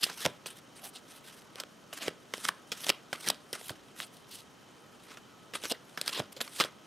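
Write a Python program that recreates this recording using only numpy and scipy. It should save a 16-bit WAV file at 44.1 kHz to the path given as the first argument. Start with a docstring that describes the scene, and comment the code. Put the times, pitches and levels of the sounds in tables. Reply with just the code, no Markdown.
"""A soft bed of room air, then at once a papery rub, a clap and a burst of card ticks: a tarot deck is shuffled
overhand, close to the microphone, in a small quiet room. Each packet slides along the deck with a swelling
hiss and lands in a cluster of snaps and soft thuds; further claps, snaps and ticks fall in and between.
Filtered noise makes the air and the hiss; impulses ringing through resonators make snaps, knocks, thuds
and rasps."""
import sys
import numpy as np
from scipy import signal
from scipy.io import wavfile

SR = 44100
rng = np.random.default_rng(int(sys.argv[2]) if len(sys.argv) > 2 else 0)


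def persist_wave(psi):
    """Save psi, clipped to +-1, as 16-bit WAV."""
    counts = np.round(np.clip(psi, -1, 1) * 32767).astype(np.int16)
    wavfile.write(sys.argv[1], SR, np.atleast_2d(counts).T)


N = 302526   # length in samples


def from_db(db):
    """Decibels to gain."""
    return 10 ** (np.asarray(db) / 20)


def rms_one(x):
    """Scale to unit power."""
    return x / np.sqrt(np.mean(x ** 2) + 1e-20)


def at_hz(points, hz):
    """Read a spectrum on a log-frequency axis."""
    points = np.array(points)
    return np.interp(np.log(hz), np.log(points[:, 0]), points[:, 1])


def cut(x, hz, kind, order=2):
    """Butterworth filter."""
    sos = signal.butter(order, np.clip(hz, 10, 0.45 * SR), kind, fs=SR, output="sos")
    return signal.sosfilt(sos, x)


def resonate(x, hz, width_hz):
    """A two-pole resonance with gain one at its top."""
    r = np.exp(-np.pi * width_hz / SR)
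    zeros = np.array([1, 0, -1]) * (1 - r * r) / 2
    poles = [1, -2 * r * np.cos(2 * np.pi * hz / SR), r * r]
    return signal.lfilter(zeros, poles, x)


def flutter(per_s):
    """Random wandering with unit power, from per_s new values each second."""
    knots = rng.standard_normal(N // 8)
    return rms_one(np.interp(np.arange(N) * per_s / SR, np.arange(len(knots)), knots))


def bands(sources):
    """Third-octave bands (centre Hz, share of the spectrum, signal), neighbours fed by different sources."""
    edges = 16000 / 2 ** (np.arange(28, -1, -1) / 3)
    for k, (low, high) in enumerate(zip(edges, edges[1:])):
        band = cut(sources[k % 2], [low, high], "band", order=3)
        yield np.sqrt(low * high), 2 * (high - low) / SR, band


def with_energy(x, level_db):
    """Give a short sound the energy of 5 ms at that level."""
    return x * from_db(level_db) * np.sqrt(0.005 * SR / (np.sum(x ** 2) + 1e-20))


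def stereo(mid, side, side_db):
    """Left and right from a shared and an opposed part."""
    return mid + from_db(side_db) * side * np.array([[1], [-1]])


def bump(t, middle_s, half_s):
    """A smooth bell-shaped rise and fall."""
    return np.exp(-0.5 * ((t - middle_s) / half_s) ** 2)


def rise_and_fade(t, peak_s, peak_db, rise_db_per_s, fade_db_per_s):
    """A gain that climbs to its peak and falls away, both straight lines in dB."""
    return from_db(peak_db - np.maximum((peak_s - t) * rise_db_per_s, (t - peak_s) * fade_db_per_s))


# colour of the room air: f/Hz, relative level per Hz/dB
AIR_COLOUR = [(25, -18), (45, -12), (80, -10.5), (125, 0), (240, 1.5), (350, -1.5), (500, -3), (800, -6.5),
              (1300, -7), (2100, -15.5), (3100, -15.5), (4500, -19.5), (6200, -22.5), (7500, -28),
              (12000, -32), (15000, -28)]
# stereo width of the room air: f/Hz, side minus mid level/dB
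AIR_WIDTH = [(50, -4), (130, -8), (700, -4.5), (3000, -8), (12000, -15)]
# faint resonances in the room air, from narrow whirs to a broad hiss: f/Hz, width/Hz, level/dB
AIR_RESONANCES = [(1285, 9.7, -71.5), (3076, 78, -71.5), (5550, 83, -78.5), (6400, 1100, -72.5)]


def room_tone(air_db=-56.5):
    """Steady soft air noise, shaped band by band, with a few faint resonances of filtered noise."""
    air = 0
    for hz, _, (mid, side) in bands(rng.standard_normal((2, 2, N))):
        air = air + from_db(at_hz(AIR_COLOUR, hz)) * stereo(mid, side, at_hz(AIR_WIDTH, hz))
    resonances = sum(from_db(db) * rms_one(resonate(rng.standard_normal(N), hz, width))
                     for hz, width, db in AIR_RESONANCES)
    return from_db(air_db) * rms_one(air) + resonances


# colour of card rubbing on card: f/Hz, relative level per Hz/dB
RUB_COLOUR = [(100, -24), (250, -0.5), (650, -7.5), (850, -6), (1300, 0), (1650, -0.5), (2200, -3),
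              (3300, 0.5), (4300, -4), (5400, -4.5), (6700, -9.5), (8800, -5), (11500, -9.5),
              (14500, -16.5)]


def sliding(friction_db, bright_db, catches_per_s=700, catch_db=-4, size_db=4, judder_db=2.5,
            judder_per_s=170, patchy_db=2.5, patchy_per_s=45, tilt_from_hz=1200, trim_db=-1.5):
    """Paper fibres hiss and catch; the stroke judders, and the colour shifts as the overlap changes."""
    sizes = from_db(size_db * np.minimum(rng.exponential(1, N), 4)) * rng.choice([-1, 1], N)
    catches = rms_one(sizes * (rng.random(N) < catches_per_s / SR))
    fibres = rms_one(rng.standard_normal((2, N)) + from_db(catch_db) * catches)
    hiss, power = 0, 0
    for hz, share, band in bands(fibres):
        if hz > RUB_COLOUR[0][0] / 2:
            tilt_db = bright_db * np.log2(max(hz / tilt_from_hz, 1))
            gain = from_db(at_hz(RUB_COLOUR, hz) + tilt_db)
            hiss = hiss + band * gain * from_db(patchy_db * flutter(patchy_per_s))
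            power = power + share * gain ** 2
    return hiss / np.sqrt(power) * from_db(trim_db + friction_db + judder_db * flutter(judder_per_s))


# short rubs of card on card, some beside a snap or slap, levels before the trim:
# middle t/s, half length/s, friction level/dB, brightness/dB per octave
SHORT_RUBS = [(0.016, 0.0073, -46, 3), (0.093, 0.018, -44.5, -3), (0.502, 0.0058, -48.5, 3),
              (0.573, 0.014, -57.5, 3), (0.777, 0.016, -53, 2), (0.86, 0.021, -44, 5),
              (0.962, 0.017, -50, 2), (1.13, 0.044, -54, 2.5), (1.273, 0.033, -52.5, 1),
              (1.353, 0.06, -56.5, 1.5), (1.594, 0.019, -45.5, -3), (1.976, .012, -46.5, 0.5),
              (2.029, 0.01, -39.5, -0.5), (2.452, 0.0056, -35.5, 0), (4.012, 0.031, -45.5, 2),
              (4.148, 0.027, -60, 5), (4.337, 0.027, -47.5, 5.5), (4.395, 0.019, -52.5, 2.5),
              (5.035, 0.029, -59.5, -0.5), (5.117, 0.032, -51, -2), (5.559, 0.011, -39, -2),
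              (5.649, 0.014, -37.5, -.5), (5.896, 0.015, -61.5, -1), (6.084, 0.01, -41, 0),
              (6.327, 0.0038, -47.5, 4), (6.616, 0.0064, -28.5, 1.5), (6.633, 0.026, -39.5, -3)]


def short_rubs(t):
    """Short rubs of card on card swell and fade smoothly: (gain, brightness) pairs."""
    return [(from_db(db) * bump(t, s, half), bright) for s, half, db, bright in SHORT_RUBS]


# what a struck card rings with, before random detuning: f/Hz, width/Hz, relative level/dB
CARD_MODES = [(1210, 320, -0.5), (1980, 1610, -2), (3316, 640, 5), (4980, 650, 1.5), (8080, 840, -6.5),
              (10300, 3000, -11)]


def contacts(rows, edge_share=0.38, edges_per_s=7000, detune=0.079, crack_trim_db=-14, crack_hz=4000,
             knock_width_hz=240, thud_hz=145, thud_width_hz=90, thud_db_per_octave=42, snap_trim_db=-1.68,
             thud_trim_db=-1, card_low_hz=850, knock_top_hz=800, thud_top_hz=280, size=4096):
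    """One edge hits first, its neighbours patter after it; the packet knocks the deck and thuds in the palm."""
    out, t = np.zeros(N + size), np.arange(size) / SR
    for s, snap_db, bright_db, deck_db, knock_hz, palm_db, scatter_s in rows:
        edges = edge_share * rng.standard_normal(size) * (rng.random(size) < edges_per_s / SR) * 2
        edges *= np.exp(-t / max(scatter_s, 1e-4))
        edges[0] = 1

        # each contact shifts the ring pitches a little at random
        shift = np.exp(detune * rng.standard_normal(len(CARD_MODES)))
        tilt_db = np.clip(bright_db, -7, 7)
        ring = 0
        for k, (hz, width, db) in enumerate(CARD_MODES):
            mode_gain = from_db(db + tilt_db * np.log2(hz / CARD_MODES[2][0]))
            ring = ring + (-1) ** k * mode_gain * resonate(edges, hz * shift[k], width)
        snap = with_energy(cut(ring, card_low_hz, "high"), snap_db + snap_trim_db)
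        # the bare impacts sound above the ring
        crack = with_energy(cut(edges, crack_hz, "high"), snap_db + crack_trim_db)

        knock = resonate(edges, knock_hz, knock_width_hz)
        knock = with_energy(cut(knock, knock_top_hz, "low"), deck_db)
        # the weaker the snap beside the thud, the deeper the thud
        palm_hz = thud_hz * 2 ** ((snap_db - palm_db) / thud_db_per_octave)
        thud = resonate(t == 0, palm_hz, thud_width_hz)
        thud = with_energy(cut(thud, thud_top_hz, "low"), palm_db + thud_trim_db)

        start = max(round(s * SR), 0)
        out[start:start + size] += snap + crack + knock + thud
    return out[:N]


TIGHT_KNOCK_HZ = 523   # pitch of the deck while it is held tight
# a stroke begins, levels before the trims: t/s, clap level/dB, clap brightness/dB per octave,
# deck knock level/dB, scatter of the edges/s, friction level/dB, friction brightness/dB per octave
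PUSHES = [(0.0276, -40, -11, -51, 0.0025, -31.5, 3), (0.4596, -36, -2.5, -43, 0.0027, -40, 3),
          (1.9281, -36, -4, -42.5, 0.0059, -44, 2.5), (2.3376, -28.5, -3.5, -35.5, 0.0019, -42, .5),
          (2.718, -27, 0, -40, 0.0075, -42, 1.5), (3.1289, -27.5, -6, -34.5, 0.0022, -41, -1),
          (3.5296, -31, 6.5, -36, 0.0026, -38.5, -1), (5.5366, -36, -8, -45.5, 0.0028, -42, 1.5),
          (5.975, -30.5, -6, -45, 0.0028, -42, -1), (6.4047, -30, -4.5, -40, 0.0073, -37, 3)]


def push_rubs(t, lag_s=0.0045, rise_db_per_s=5000, fade_db_per_s=269, dulling_db_per_s=44):
    """The rub peaks just after the clap, then fades and dulls as it slows: (gain, brightness) pairs."""
    return [(rise_and_fade(t, s + lag_s, db, rise_db_per_s, fade_db_per_s), bright - dulling_db_per_s * (t - s))
            for s, *clap, db, bright in PUSHES]


def pushes(thud_db=-17.5):
    """The packet claps against the deck, with a palm thud set relative to the clap: rows of contacts."""
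    return [(s, clap_db, bright, deck_db, TIGHT_KNOCK_HZ, clap_db + thud_db, scatter)
            for s, clap_db, bright, deck_db, scatter, *rub in PUSHES]


# further claps, snaps and ticks, some within a landing, one a loud slap, levels before the trims:
# t/s, snap level/dB, brightness/dB per octave, deck knock level/dB, scatter of the edges/s
SNAPS = [(0.0324, -24, -0.5, -66, 0.0037), (0.039, -23.5, 4.5, -43.5, 0.002),
         (0.0656, -42, -4, -42, 0.0013), (0.2527, -24.5, 0, -39, 0.00027), (0.2546, -35, -11, -29, 0.0016),
         (0.2646, -40, -2, -25.5, 0.0028), (1.5572, -42.5, 3, -47.5, .0006),
         (1.6002, -31, 3.5, -44.5, 0.0044), (1.6359, -40, -6, -48.5, 0.00072),
         (2.3797, -43.5, 4, -47, 0.0018), (2.4514, -26, -6, -51, .0015), (2.4864, -26.5, 5, -43, 0.00031),
         (2.8665, -32, 2, -38.5, 0.0015), (2.8928, -19, 1, -31, 0.002), (3.2687, -34, 2, -43, 0.0071),
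         (3.2749, -28.5, -2, -49, 0.0034), (3.2868, -21.5, 7, -58, 0.0012),
         (3.6119, -47, -7, -48.5, 0.0021), (3.6943, -33, -5, -58, 0.002), (4.0019, -31.5, -4, -50, 0.0017),
         (5.1712, -42.5, -9.5, -53, .005), (5.554, -36.5, -3, -45, 0.00067),
         (5.6374, -35, -2, -39.5, 0.0029), (5.6541, -33, -2, -41, 0.0009), (5.7213, -29, 2.5, -43, 0.00031),
         (6.0136, -26.5, 4, -41.5, 0.0017), (6.0617, -41, 8, -53, 0.00066), (6.0785, -24, 1, -44, 0.0014),
         (6.0929, -33.5, 1, -45, 0.0046), (6.1756, -39, -1, -39, 0.0021), (6.1946, -34, 1, -34.5, 0.00085),
         (6.365, -40.5, 2, -43, 0.016), (6.4138, -28.5, 1.5, -39.5, 0.00082),
         (6.4767, -40.5, -11, -60, 0.0031), (6.605, -18, -5, -29.5, 0.0054),
         (6.639, -29.5, -1, -44, 0.00044), (6.647, -38, 1, -36, .0014)]


def snaps(ticks, thud_db=-23.5):
    """Further claps, snaps and ticks, one a loud slap; stray ticks join them: rows of contacts."""
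    return [(s, snap_db, bright, deck_db, TIGHT_KNOCK_HZ, snap_db + thud_db, scatter)
            for s, snap_db, bright, deck_db, scatter in list(SNAPS) + ticks]


# edges rasp across the side of the deck: middle t/s, half length/s, rasp level/dB, cupped-hand hollow level/dB
RASPS = [(0.037, 0.0061, -24.5, -68), (0.85, 0.018, -54.5, -50), (0.963, 0.0089, -46, -59),
         (2.023, 0.014, -43.5, -51), (4.027, 0.0097, -46.5, -56), (4.343, 0.031, -54, -78),
         (5.715, 0.0097, -35.5, -44), (6.132, 0.0034, -37, -69), (6.159, 0.015, -38, -71),
         (6.611, .014, -33.5, -73)]
# what a rasped edge rings with: f/Hz, width/Hz, relative level/dB
EDGE_MODES = [(2770, 370, 8), (3860, 1800, 5.5), (5600, 1500, -3), (9000, 1300, -19)]


def rasps(slips_per_s=1500, size_db=2.0, hollow_hz=700, hollow_width_hz=150):
    """An edge sticks and slips over the stacked cards; every slip rings the edge and the hollow of the hand."""
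    t = np.arange(N) / SR
    slips = (rng.random(N) < slips_per_s / SR) * from_db(size_db * rng.standard_normal(N))
    edge = rms_one(sum((-1) ** k * from_db(db) * resonate(slips, hz, width)
                       for k, (hz, width, db) in enumerate(EDGE_MODES)))
    hollow = rms_one(resonate(slips, hollow_hz, hollow_width_hz))
    return sum(bump(t, s, half) * (from_db(edge_db) * edge + from_db(hollow_db) * hollow)
               for s, half, edge_db, hollow_db in RASPS)


def stray_ticks(friction_db, ticks_per_s=12, tick_db=-3.5, spread_db=7.5, knock_db=-13, scatter_s=0.0008,
                count=400):
    """Ticks of stray edges at random moments, their level following the rubbing."""
    chance = rng.random((count, 2))
    times = np.cumsum(2 * chance[:, 0] / ticks_per_s)
    rub_db = np.interp(times * SR, np.arange(N), friction_db)
    levels = rub_db + tick_db + spread_db * (2 * chance[:, 1] - 1)
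    return [(s, db, 0, db + knock_db, scatter_s) for s, db in zip(times, levels) if s * SR < N]


SETTLE_BRIGHTNESS = -4   # dull rustle and rebounds of dropped cards, dB per octave
# a stroke ends, levels before the trims: t/s, friction level/dB, swell/dB per s, friction brightness/dB per octave,
# snap level/dB, snap brightness/dB per octave, deck knock level/dB, knock f/Hz, palm thud level/dB,
# scatter of the edges/s
DROPS = [(0.261, -34.5, 148, 0.5, -22.5, -2, -36, 400, -29.5, 0.0011),
         (2.0808, -38, 159, -3, -28.5, -4.5, -26.5, 420, -38.5, 0.001),
         (2.489, -37.5, 154, 0.5, -20.5, -7.5, -38.5, 425, -42, 0.0015),
         (2.9003, -33.5, 156, 1, -18, -1, -28.5, 415, -42, 0.0019),
         (3.301, -32.5, 197, -.5, -21, 3, -29.5, 467, -38.5, 0.0026),
         (3.7048, -43.5, 120, 4, -59, 5, -38.5, 300, -40, 0.0024),
         (5.713, -39, 224, 3, -32, 10, -29.5, 507, -58, 0.0059),
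         (6.2, -37, 102, -2, -37, -11, -30.5, 610, -32, 0.0026),
         (6.6004, -37, 215, 1.5, -20.5, -3, -30, 520, -51, 0.0015)]


def draw_rubs(t, release_db_per_s=1300, dulling_db_per_s=12.5, settle_db=-10.5, settle_fade_db_per_s=241):
    """A packet is drawn off ever faster, pressing harder and duller, then rustles as it settles."""
    rubs = []
    for s, db, swell, bright, *landing in DROPS:
        draw = rise_and_fade(t, s, db, swell, release_db_per_s)
        rubs.append((draw, bright - dulling_db_per_s * (t - s)))
        settle = rise_and_fade(t, s, db + settle_db, release_db_per_s, settle_fade_db_per_s)
        rubs.append((settle, SETTLE_BRIGHTNESS))
    return rubs


def drops():
    """The freed cards drop into the palm with snap, knock and thud: rows of contacts."""
    return [(s, *landing) for s, db, swell, bright, *landing in DROPS]


def rocking(interval_s=0.011, first_db=-15, loss_db=4, knock_db=5, snap_db=1, loose_knock_hz=328, count=3):
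    """The loose packet rocks in the palm: uneven, weakening, deeper-knocking rebounds as rows of contacts."""
    rows = []
    for s, *earlier, palm_db, scatter in DROPS:
        for k in range(count):
            thud_db = palm_db + first_db - loss_db * k
            when = s + interval_s * (k + rng.uniform(0.64, 1.3))
            rows.append((when, thud_db + snap_db, SETTLE_BRIGHTNESS, thud_db + knock_db, loose_knock_hz,
                         thud_db, scatter))
    return rows


def friction(resting_db=-66, resting_brightness=-1):
    """Level (dB) and brightness (dB per octave) of all rubbing; the held deck is never quite still."""
    t = np.arange(0, N, 20) / SR
    moves = [(from_db(resting_db), resting_brightness)] + short_rubs(t) + push_rubs(t) + draw_rubs(t)
    power = sum(gain ** 2 for gain, bright in moves)
    brightness = sum(gain ** 2 * bright for gain, bright in moves) / power
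    every_sample = np.arange(N) / SR
    return np.interp(every_sample, t, 10 * np.log10(power)), np.interp(every_sample, t, brightness)


def room(x, t60=0.31, treble_t60=0.31, wet_db=-16, treble_db=-23, split_hz=4500, sheen_hz=6500,
         sheen_width_hz=900, sheen_db=4, first_wall_s=0.0043, size=22050):
    """Dense decaying wall reflections with a narrow treble sheen, partly different on each side."""
    t = np.arange(size) / SR
    noise = rng.standard_normal((2, size)) * np.clip(t / first_wall_s - 1, 0, 1)
    tail = 0
    for kind, decay, db in (("low", t60, wet_db), ("high", treble_t60, treble_db)):
        fade = np.exp(-np.log(1000) * t / decay)
        tail = tail + from_db(db) * cut(noise, split_hz, kind) * fade / np.sqrt(np.sum(fade ** 2))
    tail = tail + from_db(sheen_db) * resonate(tail, sheen_hz, sheen_width_hz)
    mid, side = signal.fftconvolve(x[None], tail, axes=1)[:, :N]
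    return stereo(mid, side, side_db=-15)


def scene(lean_db=-19, lean_hz=1400, treble_lean_db=-14, small_source_hz=88):
    """Cards are too small to radiate deep bass; they lean a little to the right, most of all in the lows."""
    friction_db, bright_db = friction()
    blows = pushes() + snaps(stray_ticks(friction_db)) + drops() + rocking()
    cards = sliding(friction_db, bright_db) + contacts(blows) + rasps()
    cards = cut(cards, small_source_hz, "high")
    lean = cut(cards, lean_hz, "low", order=1) + from_db(treble_lean_db) * cards
    return room_tone() + stereo(cards, -lean, lean_db) + room(cards)


def record(dry, rumble_hz=30, top_hz=14000, cutoff_hz=15700):
    """The small microphone loses the deep bass and the highest treble; the top is cut steeply."""
    heard = cut(dry, rumble_hz, "high", order=1)
    heard = cut(heard, top_hz, "low", order=4)
    return signal.sosfilt(signal.ellip(10, 0.1, 80, cutoff_hz, fs=SR, output="sos"), heard)


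dry = scene()
out = record(dry)
persist_wave(out)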